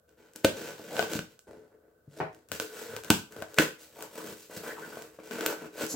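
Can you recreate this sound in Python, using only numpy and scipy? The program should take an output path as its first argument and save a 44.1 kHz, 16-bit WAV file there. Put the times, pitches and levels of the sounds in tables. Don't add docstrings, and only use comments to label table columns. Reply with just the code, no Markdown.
import sys
import numpy as np
from scipy import signal
from scipy.fft import rfft, irfft
from scipy.io import wavfile
from scipy.ndimage import uniform_filter1d

SR = 44100
rng = np.random.default_rng(int(sys.argv[2]) if len(sys.argv) > 2 else 0)


def materialize(psi):
    bounded = np.clip(np.atleast_2d(psi).T, -1, 1)
    quanta = np.round(bounded * 32767).astype(np.int16)
    wavfile.write(sys.argv[1], SR, quanta)


N = 262395
TIME = np.arange(N) / SR
RING_TIME = TIME[:SR // 2]


def undb(db):
    return 10 ** (np.asarray(db) / 20)


def unit(x):
    return x / np.sqrt(np.mean(x ** 2) + 1e-30)


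def blow(x):
    return x * np.sqrt(0.02 * SR / np.sum(x ** 2))


def along(points, hz):
    known_hz, value = np.transpose(points)
    return np.interp(np.log(hz + 1), np.log(known_hz), value)


def colour(x, spectrum, size=2048):
    cepstrum = irfft(np.log(undb(along(spectrum, np.fft.rfftfreq(size, 1 / SR)))))
    cepstrum[1:size // 2] *= 2
    cepstrum[size // 2 + 1:] = 0
    return signal.fftconvolve(x, irfft(np.exp(rfft(cepstrum))))[:len(x)]


def cut(x, hz, kind, order=2):
    return signal.sosfilt(signal.butter(order, hz, kind, fs=SR, output="sos"), x)


def resonate(x, hz, width_hz):
    return signal.lfilter(*signal.iirpeak(hz, hz / width_hz, fs=SR), x)


def fade(t60_s):
    return np.exp(-np.log(1000) * RING_TIME / t60_s)


def mode(hz, t60_s):
    return np.sin(2 * np.pi * hz * RING_TIME) * fade(t60_s)


def add(out, start_s, sound):
    start = int(start_s * SR)
    out[..., start:start + sound.shape[-1]] += sound[..., :N - start]


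def diffuse(count):
    # frequency_hz, coherence
    likeness = [(100, 0.95), (300, 0.84), (600, 0.33), (1200, 0.12), (3000, 0), (12000, 0)]
    coherence = along(likeness, np.fft.rfftfreq(count, 1 / SR))
    mid, side = rfft(rng.standard_normal((2, count))) * np.sqrt([1 + coherence, 1 - coherence])
    return unit(irfft([mid + side, mid - side], count))


def air(level_db=-63.5):
    # frequency_hz, gain_db
    spectrum = [(30, 7.5), (60, 4), (110, -7.5), (330, -14.5), (480, -4), (660, -11), (850, -22.5),
                (1500, -17.5), (2000, -32.5), (9000, -35.5), (15000, -28.5)]
    return undb(level_db) * unit(np.array([colour(side, spectrum) for side in diffuse(N)]))


def swell(start_s, rise_s, hold_s, fall_s, range_db=26, roundness=1.23):
    early = np.maximum(start_s + rise_s - TIME, 0) / rise_s
    late = np.maximum(TIME - start_s - rise_s - hold_s, 0) / fall_s
    return undb(-range_db * np.minimum(early + late, 4) ** roundness)


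def friction(strokes, spectrum, slips_per_s, uneven_db, catch_db):
    size = undb(uneven_db * np.minimum(rng.exponential(size=N), 5))
    slips = rng.standard_normal(N) * size * (rng.random(N) < slips_per_s / SR)
    slips *= undb(catch_db * unit(cut(rng.standard_normal(N), 110, "low")))
    slips /= np.sqrt(uniform_filter1d(slips ** 2, size=1800) + 1e-9)
    surface = colour(slips, spectrum)
    rumble = unit(cut(surface, 250, "low", order=4))
    body = unit(cut(surface, [250, 2500], "band", order=4))
    hiss = unit(cut(surface, 2500, "high", order=4))
    return sum(undb(level_db) * swell(*timing) * (body + undb(hiss_db) * hiss + undb(rumble_db) * rumble)
               for *timing, level_db, hiss_db, rumble_db in strokes)


def blade_sawing():
    # start_s, rise_s, hold_s, fall_s, level_db, hiss_db, rumble_db
    strokes = [(0.07, 0.011, 0.047, 0.062, -70.5, -7, -12), (0.165, .015, .08, 0.22, -61.5, -8, -21.5),
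               (0.35, 0.0047, 0.0071, 0.027, -51, -5.5, -8.5), (0.36, 0.027, 0.032, 0.028, -64, 1, -10.5),
               (0.436, 0.0089, .002, .005, -36, -4.5, -23), (0.52, 0.048, 0.12, 0.13, -43, -4, -15.5),
               (0.76, 0.01, 0.087, .1, -59, -1.5, -4), (0.82, 0.18, 0.021, 0.073, -36.5, -3, -13.5),
               (1.06, 0.058, 0.051, 0.015, -39, -1, -8), (1.285, 0.012, 0.024, 0.072, -64, 0, -18)]
    # frequency_hz, gain_db
    spectrum = [(60, -16), (140, -1.5), (330, -5.5), (470, 2), (750, -10.5), (1000, -12), (1250, -16.5),
                (1520, -11), (1900, -18.5), (2900, -19), (7500, -23.5), (9500, -28.5), (15000, -23)]
    return friction(strokes, spectrum, slips_per_s=8220, uneven_db=2.5, catch_db=2.0)


def crack(length_s, treble_db):
    # frequency_hz, gain_db
    spectrum = [(60, -24.5), (150, -15.5), (300, -4), (550, 5.5), (850, -8.5), (1200, -3.5), (1500, 1.5),
                (1950, -8), (2700, -1.5), (3700, -4.5), (6200, -2), (7900, -2), (9700, -5), (14500, -3)]
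    envelope = np.exp(-(RING_TIME[:1024] / (2 * length_s)) ** 4)
    tear = rng.standard_normal(len(envelope))
    for _ in range(12):
        tear = irfft(np.exp(1j * np.angle(rfft(tear * envelope))))
    tear = colour(np.pad(tear * envelope, (0, len(RING_TIME) - len(tear))), spectrum)
    body = signal.sosfiltfilt(signal.butter(2, 4000, fs=SR, output="sos"), tear, padlen=0)
    return blow(body) + undb(treble_db) * blow(tear - body)


def ticks(length_s=0.0009, slowing=0.2, lag_s_per_db=0.000015):
    # start_s, level_db, treble_db, left_minus_right_db
    fractures = [(0.0922, -76.5, 6, -3), (0.3353, -74.5, 12.5, 1), (0.36, -57.5, 12.5, 3),
                 (0.9666, -38.5, -14, -4), (0.993, -32.5, -19, 10), (1.026, -36, -27, -7),
                 (1.135, -39, -2.5, -3.5), (1.1911, -38.5, -13, -2), (1.392, -64.5, 8, -2),
                 (2.347, -65.5, 2, 0.5), (2.487, -70, 6, 8), (2.5172, -38, -2.5, 4.5),
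                 (2.5993, -35.5, 0, -2.5), (2.9645, -42.5, -0.5, 2.5), (3.0366, -52, 0.5, -1),
                 (3.046, -52, 3, 3.5), (3.323, -62, 5, 2.5), (3.365, -56, -6, 4.5),
                 (3.4225, -45.5, -4.5, 5.5), (3.5435, -58.5, 9.5, 3), (3.832, -64, 7, 4),
                 (4.024, -54, 8.5, 5.5), (4.971, -65, 3, -5.5), (5.022, -58.5, 8.5, -2),
                 (5.310, -46.5, -12, 9.5), (5.4084, -41, -7, 3.5), (5.8655, -56.5, 10, -12)]
    out = np.zeros((2, N))
    for start_s, level_db, treble_db, pan_db in fractures:
        tear = crack(length_s * undb(-slowing * treble_db), treble_db)
        add(out[0], start_s, undb(level_db + pan_db / 2) * tear)
        add(out[1], start_s + lag_s_per_db * pan_db, undb(level_db - pan_db / 2) * tear)
    return out


def tape_snaps(tape_width_hz=1000, splinters_per_s=2500, splinters_t60_s=0.067):
    # panel_db, panel_hz, panel_t60_s
    bursts = [(0.4461, -23.5, -5, 0.0012, -12, 3150, 0, -20.5, 312, 0.015),
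              (0.4494, -28.5, -2, .0012, -17, 1116, -0.5, -19, 530, 0.053),
              (3.1021, -19, 1, 0.0019, -20, 2750, 0.5, -26, 210, 0.029),
              (3.5855, -19, -9.5, .0011, -12, 2130, -0.5, -28.5, 215, 0.016),
              (5.4617, -27, -2.5, 0.0012, -31, 13700, 10.5, -46, 450, 0.0073)]
    out = np.zeros(N)
    count = len(RING_TIME)
    for (start_s, crack_db, treble_db, length_s, splinters_db, tape_hz, tape_db,
         panel_db, panel_hz, panel_t60_s) in bursts:
        splinters = rng.standard_normal(count) * (rng.random(count) < splinters_per_s / SR)
        snap = crack(length_s, treble_db)
        crunch = signal.fftconvolve(snap, splinters * fade(splinters_t60_s))[:count]
        tear = blow(snap) + undb(splinters_db) * blow(crunch)
        tear = blow(tear + undb(tape_db) * resonate(tear, tape_hz, tape_width_hz))
        panel = blow(mode(panel_hz, panel_t60_s))
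        add(out, start_s, undb(crack_db) * tear - undb(panel_db) * panel)
    return out


def thumps(crush_t60_s=0.066, crush_db=-6):
    # start_s, level_db, panel_hz, t60_s
    jolts = [(0.796, -45, 443, .022), (.994, -29, 697, 0.028), (1.027, -32.5, 563, 0.017),
             (1.153, -32, 227, 0.023), (1.19, -37.5, 180, 0.019), (2.076, -46.5, 142, .16),
             (2.207, -41, 161, 0.16), (2.52, -42.5, 247, 0.015), (2.601, -45, 308, 0.009),
             (2.965, -48.5, 550, 0.018), (3.104, -18, 360, 0.0063), (3.364, -45.5, 454, 0.034),
             (3.423, -37.5, 660, 0.018), (3.596, -22, 320, 0.042), (4.498, -49, 460, 0.05),
             (4.571, -43.5, 201, 0.03), (4.971, -41.5, 557, .02), (5.188, -46.5, 546, 0.033),
             (5.836, -40, 300, 0.02), (5.941, -35, 290, 0.035)]
    out = np.zeros(N)
    for start_s, level_db, panel_hz, t60_s in jolts:
        noise = rng.standard_normal(len(RING_TIME)) * fade(crush_t60_s)
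        crush = blow(cut(noise, [panel_hz / 2, panel_hz * 2.46], "band", order=3))
        panel = blow(mode(panel_hz, t60_s))
        add(out, start_s, undb(level_db) * blow(panel + undb(crush_db) * crush))
    return out


def rasps(jitter_hz=170):
    # start_s, length_s, level_db, first_hz, last_hz
    glides = [(0.891, 0.15, -38.5, 600.6, 752), (.975, 0.034, -40, 1420, 1610),
              (3.577, 0.0194, -22.5, 2298, 1420), (3.941, 0.15, -51, 715, 995),
              (4.152, 0.082, -49.5, 1020, 1183), (4.636, 0.045, -46, 1152, 1319),
              (4.683, 0.0534, -42, 1565, 1904), (4.762, 0.041, -45, 1205, 895),
              (4.811, 0.0454, -45, 1652, 1525), (4.918, 0.026, -49, 1480, 1180)]
    out = np.zeros(N)
    for start_s, length_s, level_db, first_hz, last_hz in glides:
        ragged = cut(rng.standard_normal((2, len(RING_TIME))), jitter_hz, "low")
        progress = np.minimum(RING_TIME / length_s, 1)
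        phase = 2 * np.pi * np.cumsum(first_hz + (last_hz - first_hz) * progress) / SR
        rasp = unit(ragged[0] * np.cos(phase) + ragged[1] * np.sin(phase))
        add(out, start_s, undb(level_db) * np.sin(np.pi * progress) * rasp)
    return out


def desk_slide():
    # start_s, rise_s, hold_s, fall_s, level_db, hiss_db, rumble_db
    strokes = [(1.468, 0.003, 0.025, 0.31, -51, -17.5, -7), (1.71, 0.017, 0.011, 0.057, -64.5, -40.5, -6),
               (1.8, 0.037, .03, 0.22, -66.5, -31.5, -9), (2.06, 0.072, 0.031, .06, -61.5, -3, -5),
               (2.15, .03, 0.01, 0.018, -47.5, -8.5, -22.5), (2.28, 0.047, 0.035, 0.16, -62, -9, -5.5)]
    # frequency_hz, gain_db
    spectrum = [(60, -16), (200, -19.5), (340, -10.5), (450, -4), (650, -11), (920, -22.5), (1950, -28.5),
                (2400, -38), (4500, -38.5), (16000, -45.5)]
    return friction(strokes, spectrum, slips_per_s=8520, uneven_db=4.0, catch_db=3.5)


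def knife_knocks(chatter_t60_s=0.051, modes_db=-9, click_db=-8):
    # start_s, level_db, cutoff_hz
    knocks = [(1.4735, -51.5, 697), (1.54, -57.5, 576), (2.169, -54, 913), (2.202, -26, 1800)]
    # pitch_hz, level_db, t60_s
    desk_modes = [(308.6, 5, 0.15), (396, -4, 0.11), (638, 9.5, 0.2), (739, 8.5, 0.14), (912, 9, 0.17),
                  (1080, -0.5, 0.22), (1540, -9, 0.17), (1930, -20, 0.22), (2266, -15, .2)]
    # frequency_hz, gain_db
    chatter_spectrum = [(60, -14), (160, -1), (260, -8), (400, 14), (650, -1.5), (900, 10), (1200, -15),
                        (1700, -1), (2200, -1.5), (4000, -17), (9000, -20), (16000, -3.5)]
    out = np.zeros(N)
    ring = blow(sum(undb(db) * mode(hz, t60_s) for hz, db, t60_s in desk_modes))
    for start_s, level_db, cutoff_hz in knocks:
        noise = rng.standard_normal(len(RING_TIME)) * fade(chatter_t60_s)
        chatter = blow(colour(noise, chatter_spectrum))
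        click = crack(length_s=0.00099, treble_db=-9)
        knock = chatter + undb(modes_db) * ring + undb(click_db) * click
        add(out, start_s, undb(level_db) * blow(cut(knock, cutoff_hz, "low")))
    return out


def fingers_on_lid():
    # start_s, rise_s, hold_s, fall_s, level_db, hiss_db, rumble_db
    strokes = [(2.484, .004, 0.024, .02, -62.5, 0, 3.5), (2.517, 0.007, 0.034, 0.04, -46, 3.5, -4.5),
               (2.59, 0.012, 0.0079, 0.081, -42, 0.5, -21), (2.6, 0.18, 0.036, .2, -46, -0.5, -21.5),
               (2.83, 0.1, .05, 0.036, -45.5, -9.5, -9.5), (3.03, 0.0044, 0.059, 0.028, -48, -5.5, -12),
               (3.3, 0.016, .02, .05, -51, -4, -10), (3.358, 0.0056, 0.064, 0.025, -49, -7, 0),
               (3.45, 0.051, 0.035, .02, -55, -2.5, -14), (3.56, 0.036, 0.015, 0.06, -29.5, -1, -28)]
    # frequency_hz, gain_db
    spectrum = [(60, -5), (170, -5.5), (330, -10.5), (450, 1.5), (820, -13.5), (1510, -11.5), (2200, -22),
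                (7900, -26), (10000, -29), (15000, -24.5)]
    return friction(strokes, spectrum, slips_per_s=13870, uneven_db=2.5, catch_db=3.0)


def first_flap():
    # start_s, rise_s, hold_s, fall_s, level_db, hiss_db, rumble_db
    strokes = [(3.78, 0.0084, 0.037, 0.11, -61, 8.5, -10), (3.88, 0.15, 0.0071, 0.048, -47, -0.5, -7.5),
               (4.06, 0.11, 0.032, 0.067, -46.5, -1, -11.5), (4.2, 0.059, 0.052, 0.081, -47.5, 0.5, -1),
               (4.36, 0.018, 0.056, 0.11, -63, 9.5, -13), (4.493, 0.0068, 0.017, 0.069, -50.5, -3, -10),
               (4.515, 0.045, 0.0073, .07, -44.5, 2, -12), (4.6, 0.046, 0.051, 0.091, -41, -5.5, -12.5),
               (4.73, .06, .22, 0.16, -49.5, -3.5, -8), (5.1, 0.042, .02, .06, -67, 0.5, -11)]
    # frequency_hz, gain_db
    spectrum = [(60, -24.5), (170, -12.5), (320, -8.5), (450, 4.5), (820, -7), (1220, -8), (1510, -10),
                (2300, -15), (7900, -17), (9600, -19.5), (15000, -15)]
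    return friction(strokes, spectrum, slips_per_s=12110, uneven_db=2.0, catch_db=3.0)


def second_flap():
    # start_s, rise_s, hold_s, fall_s, level_db, hiss_db, rumble_db
    strokes = [(5.184, 0.0048, 0.0092, .04, -52, -12, -8), (5.2, 0.049, 0.046, 0.042, -54, -0.5, -10.5),
               (5.304, .012, 0.015, 0.12, -41, -4.5, -9), (5.34, 0.072, 0.12, 0.032, -37, -8, -14.5),
               (5.55, .05, 0.062, 0.032, -46.5, -9.5, -7.5), (5.725, 0.097, 0.011, 0.05, -35, -2, -12.5),
               (5.86, 0.058, .05, .03, -47.5, -14, -6)]
    # frequency_hz, gain_db
    spectrum = [(60, -31), (170, -11), (310, -6.5), (450, 1), (820, -9), (1470, -11), (2000, -16),
                (3500, -20), (7500, -22), (9700, -26), (15000, -22)]
    return friction(strokes, spectrum, slips_per_s=12150, uneven_db=2.5, catch_db=2.5)


def edge_skid(level_db=-37):
    # centre_hz, half_width_hz (of each of two filter stages), gain_db
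    bands = [(5900, 690, 0), (6700, 1700, 15), (10460, 3200, 10)]
    noise = rng.standard_normal(N)
    hiss = sum(undb(gain_db) * resonate(resonate(noise, hz, 2 * half_width_hz), hz, 2 * half_width_hz)
               for hz, half_width_hz, gain_db in bands)
    return unit(hiss) * undb(level_db) * swell(start_s=5.865, rise_s=0.039, hold_s=0.024, fall_s=0.024)


def hollow_box(x, ring_db):
    # pitch_hz, level_db, t60_s
    box_modes = [(162, 5.5, 0.089), (314.5, 2, 0.3), (431, 3, 0.34), (455, -27, .14), (566.4, -2.5, 0.081),
                 (861, -9.5, .12), (2590, -5, .14), (2460, -10, .14)]
    ring = sum(undb(db) * np.cos(2 * np.pi * hz * RING_TIME) * fade(t60_s) for hz, db, t60_s in box_modes)
    return x + undb(ring_db) * signal.fftconvolve(x, ring[None] / np.linalg.norm(ring))[:, :N]


def room(x, wet_db, right_lag_s, t60_s=0.3, build_s=0.0014):
    # frequency_hz, gain_db
    wall_spectrum = [(140, -0.5), (330, -3), (550, -2.5), (1500, 0.5), (5000, 3), (14000, -0.5)]
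    tail = diffuse(len(RING_TIME)) * fade(t60_s) * (1 - np.exp(-(RING_TIME / build_s) ** 2))
    tail = np.array([colour(side, wall_spectrum) for side in tail / np.linalg.norm(tail[0])])
    delay = np.exp(-2j * np.pi * np.fft.rfftfreq(N, 1 / SR) * right_lag_s)
    direct = np.array([x[0], irfft(rfft(x[1]) * delay, N)])
    reflections = signal.fftconvolve(x, tail, axes=1)[:, :N]
    return (direct + undb(wet_db) * reflections) / np.hypot(1, undb(wet_db))


def scene():
    stereo = np.ones((2, 1))
    rubbing = (blade_sawing() + desk_slide() + fingers_on_lid() + first_flap() + second_flap()
               + rasps() + edge_skid())
    mix = air()
    mix += room(hollow_box(stereo * rubbing, ring_db=-21.5), wet_db=-1.5, right_lag_s=15e-6)
    jolts = tape_snaps() + thumps()
    mix += room(hollow_box(stereo * jolts, ring_db=-34), wet_db=-4, right_lag_s=15e-6)
    mix += room(hollow_box(ticks(), ring_db=-32.5), wet_db=-6, right_lag_s=0)
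    mix += room(stereo * knife_knocks(), wet_db=6, right_lag_s=-38e-6, t60_s=0.29)
    return mix


def record(dry, top_hz=15950):
    # frequency_hz, left_minus_right_db
    balance = [(100, 2), (500, 0.7), (1100, 2), (2200, 0), (4500, -0.5), (8000, 0.5), (13000, 2.5)]
    heard = cut(dry, 88, "high", order=3)
    ring = undb(5) * resonate(heard, 1514, width_hz=52)
    presence = undb(-5) * resonate(heard, 7590, width_hz=1100)
    heard = np.array([colour(side, [(hz, sign * db / 2) for hz, db in balance])
                      for side, sign in zip(heard + ring + presence, (1, -1))])
    top_cut = signal.ellip(10, 0.2, 70, top_hz, fs=SR, output="sos")
    return signal.sosfilt(top_cut, np.clip(heard, -1, 1))


dry = scene()
out = record(dry)
materialize(out)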